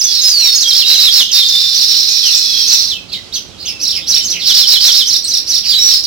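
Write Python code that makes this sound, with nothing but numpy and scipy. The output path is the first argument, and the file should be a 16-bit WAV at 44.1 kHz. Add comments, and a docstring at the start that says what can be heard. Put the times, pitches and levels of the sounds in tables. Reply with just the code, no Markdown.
"""Weaver birds sing nearby: looping chirps, fast chatter, wheezing buzzes, thin whistles, short slurs and peeps.
Each voice is a nearly pure tone that the syrinx, the bird's voice organ, sweeps up and down.
Short echoes from nearby surfaces smear the calls, and noise that follows their strength hisses along.
Behind them are distant nests, a soft wash of colony and leaves, and the low rumble of a distant town.
The loud calls overload the two microphones."""
import sys
import numpy as np
from scipy import signal
from scipy.fft import rfft, irfft
from scipy.io import wavfile
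from scipy.ndimage import uniform_filter1d, map_coordinates

SR = 44100
rng = np.random.default_rng(int(sys.argv[2]) if len(sys.argv) > 2 else 0)


def wrap_up_sound(samples):
    """Save the sound to the file named by the first command line argument, as 16-bit audio."""
    columns = np.atleast_2d(samples).T
    # keep every value between -1 and 1, then stretch to whole-number steps
    tamed = np.clip(columns, -1, 1)
    steps = np.round(tamed * 32767).astype(np.int16)
    wavfile.write(sys.argv[1], SR, steps)


N = 267246
TIME = np.arange(N) / SR


def undb(db):
    """Turn decibels into a plain multiplier."""
    return 10 ** (np.asarray(db) / 20)


def unit(x):
    """Scale a sound to an average (rms) strength of 1."""
    return x / np.sqrt(np.mean(x ** 2))


def colour(x, points):
    """Make some pitches louder than others: (f/Hz, level/dB) points joined on a log-frequency axis."""
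    hz, db = np.transpose(points)
    bins = np.maximum(np.fft.rfftfreq(x.shape[-1], 1 / SR), 1)
    gain = undb(np.interp(np.log(bins), np.log(hz), db))
    return irfft(rfft(x) * gain, x.shape[-1])


def wander(t, rate):
    """Smooth random drift with a spread near 1, drawn from `rate` random values a second."""
    place = (t - t[0]) * rate
    return map_coordinates(rng.standard_normal(8192), [place], order=3, mode="wrap")


def span(start, length):
    """Sample times of a call, in seconds."""
    return start + np.arange(max(int(length * SR), 2)) / SR


def fade(t, rise, fall):
    """Soft start and end of a call; rise and fall are in seconds."""
    nearest_end = np.minimum((t - t[0]) / rise, (t[-1] - t) / fall)
    return np.sin(np.pi / 2 * np.clip(nearest_end, 0, 1))


def add(track, t, sound):
    """Mix a call into the track, dropping what lies outside it."""
    at = int(round(t[0] * SR)) + np.arange(len(t))
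    inside = (at >= 0) & (at < N)
    track[at[inside]] += sound[inside]


def syrinx(t, hz, rasp=0, jitter=0.00697, rasp_depth=0.1272, flutter_db=2.55, octave_db=-22):
    """The bird's voice: a swept tone with a weak, husky octave above; rasp shakes its pitch."""
    hz = hz * (1 + (jitter + rasp * rasp_depth) * wander(t, 500))
    phase = 2 * np.pi * (np.cumsum(hz) / SR + rng.random())
    octave = np.sin(2 * phase + 1.35 * wander(t, 500))
    return (np.sin(phase) + undb(octave_db) * octave) * undb(flutter_db * wander(t, 200))


def warble(t, centre_hz, rate, swing_hz, uneven, lean):
    """Pitch that swings about `rate` times a second; with lean it rises faster than it falls."""
    cycle = 2 * np.pi * np.cumsum(rate * (1 + uneven * wander(t, 110))) / SR
    swing = np.sin(cycle + lean * np.sin(cycle))
    return centre_hz + swing_hz * (1 + 0.13 * wander(t, 130)) * swing


def add_note(track, start, length, first_hz, middle_hz, last_hz, db, rasp, second_ratio=.88):
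    """Sing a smooth curve through three pitches; in harsh notes a second, lower voice joins."""
    t = span(start, length)
    curve = np.polyfit([0, .5, 1], [first_hz, middle_hz, last_hz], 2)
    hz = np.polyval(curve, np.linspace(0, 1, len(t)))
    second_share = np.clip(2 * rasp - .5, 0, 1)
    voice = syrinx(t, hz, rasp) + second_share * syrinx(t, second_ratio * hz, rasp)
    add(track, t, voice * undb(db) * fade(t, .4 * length, .35 * length))


def add_slur(track, start, length, first_hz, last_hz, ease, db, rasp):
    """Sing a fall that is fast at first and then eases; ease is the share still to come halfway."""
    middle_hz = last_hz + ease * (first_hz - last_hz)
    add_note(track, start, length, first_hz, middle_hz, last_hz, db, rasp)


# Three leaps up from a low resting pitch, before each chirp's own pitch ratio and level:
# (t/s from the first crest, crest f/Hz, half width t/s, added level/dB)
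CHIRP_LEAPS = [(0, 5812, .014, 5.5), (.05, 5513, .0062, 8.5), (.084, 5520, .0056, 7.5)]
CHIRP_REST_HZ, CHIRP_SAG_HZ, CHIRP_REST_DB = 3620, 798.5, -4.5  # before ratio and level, as above
CHIRP_LEAD_S, CHIRP_LENGTH_S, CHIRP_ATTACK_S = .034, .135, 0.038
# High arch over the first leap, before the pitch ratio: (start f/Hz, middle f/Hz, end f/Hz)
CROWN_HZ = (4500, 6070, 5906)
CROWN_LEAD_S, CROWN_LENGTH_S, CROWN_DB = .04, 0.057, -8.5  # level relative to the chirp


def add_chirp(track, crest, ratio, db, stop):
    """Each leap in pitch is also a surge in level; the other side of the syrinx adds a high arch."""
    t = span(crest - CHIRP_LEAD_S, min(CHIRP_LEAD_S + stop, CHIRP_LENGTH_S))
    rest_hz = CHIRP_REST_HZ - CHIRP_SAG_HZ * ((t - t[0]) / CHIRP_LENGTH_S) ** 4
    hz, level_db = rest_hz, db + CHIRP_REST_DB
    for when, top_hz, width, surge_db in CHIRP_LEAPS:
        leap = np.exp(-.5 * ((t - crest - when) / width) ** 2)
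        hz = hz + (top_hz - rest_hz) * leap
        level_db = level_db + surge_db * leap
    add(track, t, syrinx(t, ratio * hz) * undb(level_db) * fade(t, CHIRP_ATTACK_S, 0.012))
    crown_hz = np.sqrt(ratio) * np.array(CROWN_HZ)
    add_note(track, crest - CROWN_LEAD_S, CROWN_LENGTH_S, *crown_hz, db + CROWN_DB, 0)


# Looping chirps: (first crest t/s, pitch ratio, relative level/dB, latest stop after the crest t/s)
CHIRPS = [(.562, 1.14, -7.5, 0.076), (.688, 0.97, -9, 0.091), (1.765, 1.015, -10.5, 0.09),
          (2.267, 1.015, -10.5, .1), (2.686, 1.054, -8, 0.078), (3.83, 1.015, -12, .12),
          (4.1, 1.026, -8, 0.09), (4.258, 1.11, -14.5, 0.075), (4.501, 1, -7, .14), (4.874, 1.03, -8, 0.09),
          (5.086, 1.05, -8, 0.092), (5.293, 1.037, -11, 0.097), (5.499, 1.03, -10.5, 0.1)]


def chirps():
    """Looping chirps in two voices: a leaping pitch and a high arch."""
    track = np.zeros(N)
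    for chirp in CHIRPS:
        add_chirp(track, *chirp)
    return track


# Chatter syllables, each a fast warble and then a falling slur:
# (start t/s, warble length t/s, relative warble level/dB, slur end f/Hz, relative slur level/dB)
CHATTER = [(0.057, 0.16, -12.5, 3520, -24), (0.208, 0.087, -12.5, 3770, -39),
           (0.742, 0.068, -7.5, 2614, -8.5), (0.854, 0.085, -7.5, 2643, -14), (0.966, 0.098, -6, 3220, -3),
           (1.105, 0.093, -5, 2822, -5), (1.315, .094, -6.5, 3070, -9.5), (4.388, 0.097, -19.5, 3010, -28),
           (4.451, .042, -7.5, 2957, -6), (4.538, .088, -5.5, 2940, -9), (4.662, 0.087, -4.5, 2970, -7),
           (4.794, 0.081, -5, 3036, -7.5), (4.921, 0.083, -7.5, 2960, -8.5),
           (5.633, 0.082, -14, 2990, -12.5)]
CHATTER_HZ, WARBLES_PER_S, CHATTER_SLUR_S = 4757, 78, .044
CHATTER_SLUR_EASE = .3  # share of the fall still to come halfway


def chatter(slur_top_hz=4100, split_hz=560, first_swing_hz=1000, last_swing_hz=330, arch_hz=330):
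    """Fast syllables: wide pitch swings narrow and split into two voices, then a slur falls away."""
    track = np.zeros(N)
    for start, length, db, end_hz, slur_db in CHATTER:
        t = span(start, length)
        progress = np.linspace(0, 1, len(t))
        apart = np.clip(1.6 * progress, 0, 1)
        swing_hz = first_swing_hz + apart * (last_swing_hz - first_swing_hz)
        # the pitch sags as the syllable ends
        centre_hz = CHATTER_HZ + arch_hz * (.25 - progress ** 4)
        hz = warble(t, centre_hz, WARBLES_PER_S, swing_hz, uneven=0.1755, lean=0.813)
        upper = syrinx(t, hz + split_hz * apart, rasp=0.066)
        lower = syrinx(t, hz - split_hz * (.5 + .6 * apart), rasp=0.079) * apart
        add(track, t, (upper + lower) * undb(db - 1) * fade(t, .024, .007))
        slur_start = start + length - .006
        add_slur(track, slur_start, CHATTER_SLUR_S, slur_top_hz, end_hz, CHATTER_SLUR_EASE, slur_db, 0.065)
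    return track


# Wheezing buzzes, one list of points each: (t/s, relative level/dB)
BUZZES = [
    [(1.44, -15.5), (2.162, -10), (2.17, -10.5), (2.604, -12), (2.742, -9), (2.888, -13), (2.94, -27)],
    [(5.83, -16), (5.864, -14.5), (5.942, -10), (6.002, -22), (6.02, -11)],
]
# pitch and steady share (0-1) settle together towards these values
BUZZ_START_HZ, BUZZ_SETTLED_HZ, BUZZ_SETTLE_S, BUZZ_STEADY = 4574, 4870, .4, 0.88


def wheeze(db=4.0, clean_db=-4.5):
    """Buzzes: an uneven shake in pitch gives way to a fast, steady flutter that splits the tone into lines."""
    track = np.zeros(N)
    for points in BUZZES:
        s, points_db = np.transpose(points)
        t = span(s[0], s[-1] - s[0])
        settled = 1 - np.exp(-(t - t[0]) / BUZZ_SETTLE_S)
        centre_hz = BUZZ_START_HZ + settled * (BUZZ_SETTLED_HZ - BUZZ_START_HZ)
        steady = np.clip(BUZZ_STEADY * settled, 0, 1)
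        rough_hz = warble(t, centre_hz, rate=112, swing_hz=795, uneven=0.15, lean=0.55)
        rough = syrinx(t, rough_hz, rasp=0.1755)
        drifting_hz = centre_hz + 14 * wander(t, 24.92)
        flutter_hz = warble(t, drifting_hz, rate=330, swing_hz=1080, uneven=0.0301, lean=0.059)
        clean = undb(clean_db) * syrinx(t, flutter_hz)
        voice = np.sqrt(1 - steady) * rough + np.sqrt(steady) * clean
        level_db = db + np.interp(t, s, points_db) + 1.1 * wander(t, 70.5)
        add(track, t, voice * undb(level_db) * fade(t, 0.0062, 0.074))
    return track


# Pure whistles, most of them sinking: (start t/s, length t/s, start f/Hz, end f/Hz, relative level/dB)
WHISTLES = [(.04, 0.1, 3540, 3310, -24), (0.225, 0.11, 5320, 4830, -8), (0.304, 0.2, 4948, 3608, -7.5),
            (.375, 0.2, 5820, 5142, -11.5), (0.442, 0.13, 4530, 4350, -13.5),
            (.632, .11, 3280, 3212, -13.5), (1.32, .16, 3680, 3615, -15), (1.46, 0.29, 3600, 3587, -11),
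            (2.08, 0.7, 2475, 2607, -30.5), (2.416, .25, 3450, 3210, -22.5),
            (2.942, 0.063, 2800, 2490, -22), (3.695, .15, 2730, 2550, -30.5),
            (4.182, 0.082, 3078, 3045, -25), (5.724, 0.096, 4100, 3753, -10),
            (5.91, 0.068, 5450, 4970, -7.5)]
WHISTLE_FADE_S, WHISTLE_WAVER_DB = 0.031, 1.94


def whistles():
    """Thin whistles: tones that glide evenly between two pitches while their level wavers."""
    track = np.zeros(N)
    for start, length, first_hz, last_hz, db in WHISTLES:
        t = span(start, length)
        tone = syrinx(t, np.geomspace(first_hz, last_hz, len(t)))
        level_db = db + WHISTLE_WAVER_DB * wander(t, 25.2)
        add(track, t, tone * undb(level_db) * fade(t, WHISTLE_FADE_S, WHISTLE_FADE_S))
    return track


# Falling slurs: (start t/s, length t/s, start f/Hz, relative level/dB, rasp 0-1)
SLURS = [(-.005, 0.037, 6870, -11, 0.25), (.39, .092, 3200, -23, 0.15), (.615, 0.032, 5000, -17, 0.1),
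         (.621, .02, 8220, -13.5, .2), (1.273, 0.048, 4160, -19.5, 0.37), (1.313, 0.016, 7000, -12.5, 0),
         (1.482, 0.021, 7210, -10, 0.18), (1.917, 0.039, 4090, -22.5, 0.47),
         (2.199, 0.12, 3804, -18.5, 0.18), (2.897, 0.051, 4280, -15, .08), (3.079, 0.045, 5130, -35, .4),
         (3.117, 0.049, 5005, -21, 0.71), (3.102, 0.11, 2855, -32, 0.34), (3.341, 0.056, 4380, -24.5, 0.5),
         (3.668, 0.07, 3293, -29, 0.42), (3.916, 0.097, 3560, -24.5, 0.58),
         (4.128, 0.073, 3610, -23.5, 0.6), (4.318, .09, 3495, -22, 0.64), (4.391, 0.082, 4380, -24, 0.4),
         (5.627, 0.048, 3480, -25, .5), (5.669, 0.024, 6300, -21, 0.12), (5.722, 0.039, 4860, -13, 0.25),
         (5.898, 0.04, 4480, -18, 0.29), (6.034, 0.026, 6370, -15, 0.68)]
SLUR_FALL, SLUR_EASE = .34, .42  # share of the pitch that is lost; share of that fall still to come halfway


def slurs():
    """Single notes from the nests around that fall in pitch, some of them raspy."""
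    track = np.zeros(N)
    for start, length, hz, db, rasp in SLURS:
        add_slur(track, start, length, hz, hz * (1 - SLUR_FALL), SLUR_EASE, db, rasp)
    return track


# Arched peeps:
# (start t/s, length t/s, crest f/Hz, share of pitch lost at both ends 0-1, relative level/dB, rasp 0-1)
PEEPS = [(0.027, 0.041, 6190, 0.14, -8.5, 0.01), (0.205, 0.034, 6440, .08, -13, 0.1),
         (0.269, .05, 6390, 0.14, -12.5, 0.34), (0.933, .05, 6190, 0.063, -14.5, 0.05),
         (.823, 0.26, 4000, 0.086, -10, 0.19), (1.186, 0.054, 6350, .1, -13.5, 0.09),
         (2.081, 0.058, 6570, 0.12, -18, 0.43), (2.34, 0.061, 7300, 0.16, -18, .55),
         (2.694, 0.064, 6300, 0.072, -14, 0.23), (3.318, 0.05, 4660, 0.5, -22, 0.14),
         (3.331, 0.057, 6120, 0.19, -18, 0.3), (3.578, 0.077, 4800, .16, -30.5, 0.52),
         (3.645, 0.052, 3444, .28, -24.5, 0.59), (3.649, 0.029, 6480, .25, -22, .2),
         (3.668, 0.046, 5300, 0.156, -20, 0.38), (3.943, 0.042, 5410, .1, -19.5, 0.46),
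         (3.986, .1, 3620, .08, -31, 0.46), (4.216, 0.048, 7170, 0.094, -23, 0.19),
         (4.297, 0.038, 5760, 0.22, -15, .2), (5.236, 0.028, 8400, .14, -17.5, 0.2),
         (5.232, 0.039, 4260, 0.037, -19, 0.26), (5.679, 0.054, 4760, .1, -10, 0.07),
         (5.777, 0.16, 5734, 0.098, -8.5, 0.03)]


def peeps():
    """Single notes from the nests around whose pitch rises to a crest and falls back."""
    track = np.zeros(N)
    for start, length, hz, bend, db, rasp in PEEPS:
        end_hz = hz * (1 - bend)
        add_note(track, start, length, end_hz, hz, end_hz, db, rasp)
    return track


def surroundings(x, early_db, late_db, left_db, left_lag=0):
    """Direct sound (left_lag samples later on the left), quick scatter off nearby surfaces, and a faint tail."""
    t = span(0, .5)
    arrival = np.clip((t - .002) / .008, 0, 1)
    t60 = np.array([[.14], [.36]])  # seconds for scatter and tail to die away by 60 dB
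    out = []
    for direct, lag in ((undb(left_db), left_lag), (1, 0)):
        scatter, tail = rng.standard_normal((2, len(t))) * arrival * 1e-3 ** (t / t60)
        response = (undb(early_db) * unit(scatter) + undb(late_db) * unit(tail)) / np.sqrt(len(t))
        response[lag] += direct
        out.append(signal.fftconvolve(x, response)[:N])
    return np.array(out)


# Throat and open beak favour some pitches: (f/Hz, level/dB)
THROAT = [(2400, -4), (3300, 2.5), (4100, 4.5), (4750, 4), (5500, 3.5), (6200, 0), (8000, -4.5), (11500, 4),
          (14000, 5)]


def flock():
    """Each group of calls gets its own echo and left-right balance, then the colour of throat and beak."""
    near = surroundings(chirps() + whistles(), early_db=-5, late_db=-4, left_db=1.5, left_lag=1)
    song = surroundings(chatter(), early_db=-5, late_db=-5, left_db=0, left_lag=2)
    buzz = surroundings(wheeze(), early_db=-3, late_db=-5, left_db=-2, left_lag=8)
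    around = surroundings(slurs() + peeps(), early_db=-4, late_db=-5.5, left_db=0, left_lag=2)
    mix = undb(-1.0) * near + undb(-0.5) * song + undb(-1.5) * buzz + undb(2.0) * around
    return colour(mix, THROAT)


def stereo_noise(points, shared):
    """Coloured noise of strength 1, partly common to both microphones."""
    noise = rng.standard_normal((3, N))
    return unit(colour(noise[:2] + shared * noise[2], points))


# Colour of the hiss that follows the calls: (f/Hz, relative level/dB per Hz)
CALL_HISS = [(400, -7.5), (1000, -8.5), (2200, 1), (4000, 12), (7000, 6), (9000, -8.5), (15000, 2.5)]


def call_hiss(birds):
    """Hissing noise that follows the strength of the calls."""
    strength = np.sqrt(np.abs(uniform_filter1d(birds ** 2, size=300, axis=1)))
    return undb(-12.5) * strength ** 1.08 * stereo_noise(CALL_HISS, 0.28)


def far_twitter(count=45, db=-37):
    """Faint slurs from distant nests at random times, with strong echo."""
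    track = np.zeros(N)
    for when, pitch, bend, size in rng.random((count, 4)):
        hz = 2700 * 2 ** pitch
        middle_hz = hz * (.9 + .3 * bend)
        add_note(track, when * N / SR, .03 + .05 * size, hz * 1.15, middle_hz, hz * .85, db - 8 * size, .1)
    return surroundings(track, early_db=0, late_db=0, left_db=0)


# Colour of the rest of the colony and the leaves: (f/Hz, relative level/dB per Hz)
COLONY = [(800, -10.5), (1600, -13.5), (2800, -3.5), (4500, -4), (6000, -7.5), (8000, -19.5), (15000, -33)]


def colony():
    """The rest of the colony and the leaves: a soft wash of noise whose level stirs at random."""
    stir = undb(1.5 * wander(TIME, 9))
    return undb(-36) * stir * stereo_noise(COLONY, 0.34)


# Colour of the distant town's low rumble: (f/Hz, relative level/dB per Hz)
TOWN = [(15, -51), (25, -39), (54, -1.5), (107, -1), (146, -9.5), (182, 0), (216, -7), (375, -6),
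        (468, -13), (519, -10.5), (994, -19.5), (1500, -19.5), (1950, -32), (3300, -120)]
# Level of the low rumble over time: (t/s, relative level/dB)
RUMBLE_LEVEL = [(0.0, -46.5), (0.86, -44.5), (2.46, -44), (2.51, -42.5), (4.4, -39.5), (4.47, -42.5),
                (6.06, -42)]


def town_rumble():
    """A distant town: low rumbling noise whose level shifts by a few decibels and wavers a little."""
    level_db = 5 + np.interp(TIME, *np.transpose(RUMBLE_LEVEL)) + 0.51 * wander(TIME, 5.4)
    return undb(level_db) * stereo_noise(TOWN, 0.72)


def scene():
    """Birds in their surroundings, with hiss, over far twitter, colony and town."""
    birds = flock()
    return birds + call_hiss(birds) + far_twitter() + colony() + town_rumble()


def overload(x, ceiling, knee):
    """Peaks flatten against a ceiling; a higher knee is a harder bend."""
    return x / (1 + np.abs(x / ceiling) ** knee) ** (1 / knee)


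# Left microphone against the right: (f/Hz, level/dB)
LEFT_COLOUR = [(40, -6), (150, -9.5), (1000, -7), (3000, -5.5), (5000, -7.2), (6500, -4.5), (7800, 2.5),
               (9500, -.5), (12000, -6), (16000, -6)]
TOP_HZ = 15900  # almost nothing passes above this


def record(dry):
    """Overload adds a treble sizzle to loud calls; the left microphone has more headroom and is mostly weaker."""
    left = overload(dry[0], ceiling=1.3, knee=2.6)
    right = overload(dry[1], ceiling=.9, knee=4.5)
    both = np.array([colour(left, LEFT_COLOUR), right])
    treble_cut = signal.ellip(10, .2, 60, TOP_HZ, fs=SR, output="sos")
    return signal.sosfilt(treble_cut, both)


dry = scene()
out = record(dry)
wrap_up_sound(out)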